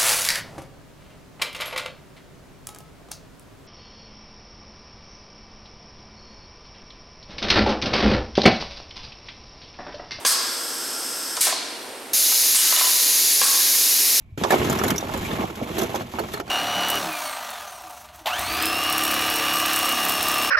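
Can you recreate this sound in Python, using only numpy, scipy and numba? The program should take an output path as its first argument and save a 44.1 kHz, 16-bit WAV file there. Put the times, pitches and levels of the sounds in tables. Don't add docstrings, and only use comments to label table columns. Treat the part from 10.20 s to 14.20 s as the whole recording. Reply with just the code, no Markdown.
import sys
import numpy as np
from scipy import signal
from scipy.fft import rfft, irfft
from scipy.io import wavfile
from scipy.ndimage import uniform_filter1d, map_coordinates
from numba import njit

SR = 44100
rng = np.random.default_rng(int(sys.argv[2]) if len(sys.argv) > 2 else 0)


def wrap_up_sound(samples):
    columns = np.atleast_2d(samples).T
    tamed = np.clip(columns, -1, 1)
    steps = np.round(tamed * 32767).astype(np.int16)
    wavfile.write(sys.argv[1], SR, steps)


N = 176400

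# frequency_hz, level_db
CONTACT_SPECTRUM = [(40, -40), (150, -21), (450, -11.5), (1100, -2), (4500, 3), (9000, 0), (15000, -15.5)]


def undb(db):
    return 10 ** (np.asarray(db) / 20)


def unit(x):
    return x / np.sqrt(np.mean(x ** 2))


def along(points, hz):
    freqs, values = np.array(points, float).T
    return np.interp(np.log(np.maximum(hz, 1)), np.log(freqs), values)


def colour(x, points):
    size = 2 * N
    gain = undb(along(points, np.fft.rfftfreq(size, 1 / SR)))
    cepstrum = irfft(np.log(gain))
    cepstrum[1:N] *= 2
    cepstrum[N + 1:] = 0
    return irfft(rfft(x, size) * np.exp(rfft(cepstrum)))[:N]


def noise(spectrum):
    return unit(colour(rng.standard_normal(N), spectrum))


def resonance(hz, width_hz):
    peak = signal.iirpeak(hz, hz / width_hz, fs=SR)
    return unit(signal.lfilter(*peak, rng.standard_normal(N)))


def wander(rate_hz):
    span = int(SR / rate_hz)
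    steps = np.repeat(rng.standard_normal(N // span + 1), span)
    return unit(uniform_filter1d(uniform_filter1d(steps, span), span)[:N])


def since(start_s):
    return np.maximum(np.arange(N) / SR - start_s, 0)


def ramp(start_s, rise_s):
    return np.minimum(since(start_s) / rise_s, 1)


def fade(t, t60_s):
    return np.exp(-np.log(1000) * t / t60_s)


def burst(start_s, rise_s, decay_s):
    return ramp(start_s, rise_s) * np.exp(-since(start_s + rise_s) / decay_s)


def spread(mid, side):
    # frequency_hz, side_db
    width = [(60, -35), (250, -19), (600, -11.5), (1200, -6), (4000, -9), (8000, -7), (13000, -14.5)]
    side = colour(side, width)
    return np.array([mid + side, mid - side])


def strike(start_s, modes, contact, rattle_s, rattle_db):
    def unit_onset(x):
        return x[:SR] / np.sqrt(np.mean(x[:SR // 50] ** 2))

    t, rise_s = since(0)[:SR], 0.0024
    ring = sum(undb(db) * np.sin(2 * np.pi * (hz * t + rng.random())) * fade(t, t60_s)
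               for hz, db, t60_s in modes)
    ring = unit_onset(ring * ramp(0, rise_s)[:SR])
    rattle = unit_onset(noise(contact) * burst(0, rise_s, rattle_s))
    blow = unit_onset(ring + undb(rattle_db) * rattle)
    return np.concatenate([np.zeros(int(start_s * SR)), blow, np.zeros(N)])[:N]


def distant_machines():
    # frequency_hz, level_db
    rush_spectrum = [(25, -19), (45, -16), (60, -12), (80, -17), (110, -10.5), (165, -12), (200, -7.5),
                     (245, 2.5), (370, 4), (550, 2), (780, 0.5), (1100, -3.5), (2000, -6), (4000, -8.5),
                     (7000, -14), (8000, -11.5), (8900, -10.5), (10400, -16), (11700, -20), (13100, -28),
                     (13900, -31), (15500, -28)]
    # pitch_hz, level_db
    motor_tones = [(468.3, -55), (936.7, -54.5), (1405, -60)]
    # pitch_hz, width_hz, level_db
    leaks = [(8750, 300, -51.5), (9600, 150, -57), (11500, 880, -51)]
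    # frequency_hz, left_minus_right_db
    balance = [(50, 1.5), (200, 0), (600, -1.3), (1500, 0), (5000, -1)]
    rush = spread(noise(rush_spectrum), noise(rush_spectrum)) * undb(-38 - 0.3 * wander(6.63))
    hum = 0
    for hz, db in motor_tones:
        amplitude = np.sqrt(2) * undb(db + 2 * wander(6.8))
        pitch_hz = hz * (1 + 0.0024 * wander(10))
        hum += amplitude * np.sin(2 * np.pi * np.cumsum(pitch_hz) / SR)
    seep = sum(undb(db) * resonance(hz, width_hz) for hz, width_hz, db in leaks)
    left, right = rush + hum + seep
    return np.array([colour(left, balance), right])


def hall_echo(sound):
    # frequency_hz, t60_s
    decay_times = [(200, 1.0), (1200, 1.71), (4000, 1.41), (8000, 0.76), (14000, 0.87)]
    # frequency_hz, gain_db
    echo_colour = [(200, -3.5), (1500, -3), (5000, -0.5), (9000, -6), (15000, -27)]
    hz, t, bands = signal.stft(rng.standard_normal(N), SR, nperseg=256)
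    bands *= fade(t, along(decay_times, hz)[:, None])
    tail = signal.istft(bands, SR)[1][:N] * ramp(0.0026, rise_s=0.012)
    response = colour(unit(tail) / np.sqrt(N), echo_colour)
    return signal.fftconvolve(sound, response)[:N]


def near_reflections(sound):
    scatter = unit(rng.standard_normal(N) * burst(0.0012, rise_s=0.003, decay_s=0.0021))
    return signal.fftconvolve(sound, undb(-12) * scatter / np.sqrt(N))[:N]


def rail_ring():
    t, pitch_hz = since(1.322), 4285
    return undb(-33) * np.sin(2 * np.pi * pitch_hz * t) * fade(t, t60_s=1.1)


def carriage_slides():
    # start_s, end_s, final_level_db
    runs = [(1.206, 1.31, -30), (2.342, 2.6, -30.5)]
    # frequency_hz, level_db
    slide_spectrum = [(200, -26), (700, -22), (1100, 6.5), (2000, 10.5), (3000, -5), (4500, 7),
                      (9000, -28)]
    swell = sum(undb(db) * ramp(start, end - start) * (1 - ramp(end, 0.024)) for start, end, db in runs)
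    return swell * noise(slide_spectrum)


def carriage_knocks():
    # start_s, level_db, focus_hz, rattle_re_ring_db
    blows = [(1.166, -29, 6060, 24), (1.173, -33.5, 1300, -25), (1.228, -23, 2560, 4),
             (1.268, -23.5, 690, 4.5), (1.287, -33.5, 695, -7), (1.323, -27, 710, -1),
             (2.118, -31, 1300, 4), (2.386, -22, 2950, -2), (2.523, -22.5, 1010, 3.5),
             (2.562, -17, 3600, -3), (2.57, -27.5, 1050, 0), (2.596, -21, 3100, 16), (2.609, -23, 1020, 1),
             (2.64, -29.5, 980, 3), (2.67, -34, 940, -5)]
    # pitch_hz, level_db, t60_s
    frame_modes = [(388, -4, 0.094), (604, -2.5, 0.065), (684, -2, .05), (762, -6, 0.1), (932, -4.5, 0.043),
                   (1001, 0, 0.088), (1130, -2, .04), (1286, -2, 0.045), (1834, -1, 0.031),
                   (2930, -3.5, 0.07), (3590, -1, 0.044), (3980, 2, 0.041), (6800, 4, .1)]
    mode_db_per_octave, contact_db_per_octave = 12, 3.5
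    knocks = 0
    for start, level_db, focus_hz, rattle_db in blows:
        modes = [(hz, db - mode_db_per_octave * abs(np.log2(hz / focus_hz)), t60_s)
                 for hz, db, t60_s in frame_modes]
        contact = [(hz, db - contact_db_per_octave * abs(np.log2(hz / focus_hz)))
                   for hz, db in CONTACT_SPECTRUM]
        knocks += undb(level_db) * strike(start, modes, contact, rattle_s=0.0064, rattle_db=rattle_db)
    return knocks


def valve_clacks():
    # start_s, level_db
    clacks = [(0.0491, -16), (1.199, -45), (2.346, -31), (3.2148, -14.5)]
    # pitch_hz, level_db, t60_s
    modes = [(254, -9.5, .07), (524, 2, 0.031), (777, 2, 0.033), (1025, 2, 0.057), (1096, -11.5, 0.75),
             (1148, 0.5, .07), (1640, 2.5, 0.075), (2746, 0, 0.05), (3390, 0.5, 0.057), (4700, -11, 0.15),
             (4690, 6, 0.045), (6330, 8.5, 0.027)]
    return sum(undb(db) * strike(start, modes, CONTACT_SPECTRUM, rattle_s=0.028, rattle_db=1)
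               for start, db in clacks)


def cylinder_lifts():
    # start_s, end_s, puff_db, bleed_db
    strokes = [(0.054, 1.207, -8, -30.5), (3.223, 4.2, -11.5, -40)]
    # frequency_hz, level_db
    port_spectrum = [(60, -60), (200, -36), (800, -13.5), (1300, -5.5), (2600, -15.5), (3900, -6.5),
                     (5050, -0.5), (5800, -4.5), (7300, -5.5), (8500, 0), (9400, -3.5), (10500, -4.5),
                     (11200, -2), (11800, -6), (12500, -10), (15500, -18)]
    # frequency_hz, level_db
    bleed_spectrum = [(300, -37.5), (900, -11.5), (1420, -10), (2300, -17), (3300, -10), (4000, -13.5),
                      (5000, -1.5), (6000, -6), (7100, -9), (7600, -3), (8750, -1), (9250, -18),
                      (10200, -6.5), (10700, -8), (11200, -6), (11850, -3), (12350, -23), (12900, -21),
                      (13700, -10), (15500, -24)]
    # pitch_hz, width_hz, level_re_hiss_db
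    whistles = [(1382, 48, -14), (1653, 55, -19.5), (3200, 34, -28.5), (3360, 120, -27), (5330, 210, -8.5),
                (8340, 160, -13)]
    puffs = sum(undb(db) * burst(start, rise_s=0.025, decay_s=0.031) for start, _, db, _ in strokes)
    bleed = sum(undb(db) * ramp(start, 0.02) * (1 - ramp(end, 0.03)) for start, end, _, db in strokes)
    hiss = noise(bleed_spectrum)
    whistle = sum(undb(db) * resonance(hz, width_hz) for hz, width_hz, db in whistles)
    return puffs * noise(port_spectrum) + bleed * unit(hiss + whistle)


def cylinder_vents():
    # start_s, level_db
    blasts = [(1.206, -8), (2.352, -5)]
    # frequency_hz, level_db
    exhaust_spectrum = [(60, -60), (200, -50), (900, -14.5), (2300, -7.5), (4500, -2), (7000, -1.5),
                        (8700, 4.5), (9400, 0.5), (11500, 0.5), (13500, -9), (15500, -15)]
    flow = sum(undb(db) * burst(start, rise_s=0.011, decay_s=0.037) for start, db in blasts)
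    return flow * noise(exhaust_spectrum)


def vacuum_ejector():
    # frequency_hz, level_db
    jet_spectrum = [(300, -44.5), (1400, -16.5), (1900, -9), (2900, -9), (3250, -10.5), (3900, -2),
                    (5000, 1), (5800, -1.5), (6550, 0.5), (7400, -2.5), (7750, -5), (8050, -5), (8600, -8),
                    (9100, 0.5), (9400, -6), (9750, 2.5), (10300, 2.5), (11100, -2), (11650, 3), (12600, 3),
                    (13400, -19), (13750, 0), (14150, -13), (14800, -3.5), (15700, -15)]
    # time_s, delay_ms
    arm_path = [(1.95, 0.3), (2.35, 0.31), (2.65, .3), (3.3, 0.298), (3.65, 0.338), (4.0, 0.35)]
    level_db, flutter_db, reflection_db = -16.5, 0.4, -17.5
    jet = noise(jet_spectrum) * ramp(1.9325, rise_s=0.0015) * undb(level_db + flutter_db * wander(40))
    t = since(0)
    delay_s = np.interp(t, *np.array(arm_path).T) / 1000
    reflection = map_coordinates(jet, [(t - delay_s) * SR], mode="nearest")
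    return jet + undb(reflection_db) * reflection


def scene():
    air = cylinder_lifts() + cylinder_vents() + vacuum_ejector()
    mechanism = valve_clacks() + carriage_knocks() + carriage_slides()
    direct = air + mechanism
    into_hall = undb(-5) * air + undb(-4) * mechanism
    mid, side = (hall_echo(into_hall) + near_reflections(direct) for _ in range(2))
    return direct + spread(mid, side) + rail_ring() + distant_machines()


@njit
def hold_peaks(x, release):
    out, held = np.empty(len(x)), 0.
    for i in range(len(x)):
        held = max(x[i], held + (x[i] - held) * release)
        out[i] = held
    return out


def record(dry):
    threshold_db, ratio, sense_s, release_s = -15.5, 13.6, 0.00059, 0.011
    low_cut_hz, top_hz = 91, 15900
    smoothing = 1 / (sense_s * SR)
    power = signal.lfilter([smoothing], [1, smoothing - 1], np.mean(dry ** 2, axis=0))
    level = hold_peaks(np.sqrt(power), 1 / (release_s * SR))
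    excess = np.maximum(level / undb(threshold_db), 1)
    limited = dry * excess ** (1 / ratio - 1)
    low_cut = signal.butter(2, low_cut_hz, "high", fs=SR, output="sos")
    top_cut = signal.ellip(10, .2, 80, top_hz, fs=SR, output="sos")
    return signal.sosfilt(top_cut, signal.sosfilt(low_cut, limited))


dry = scene()
out = record(dry)
wrap_up_sound(out)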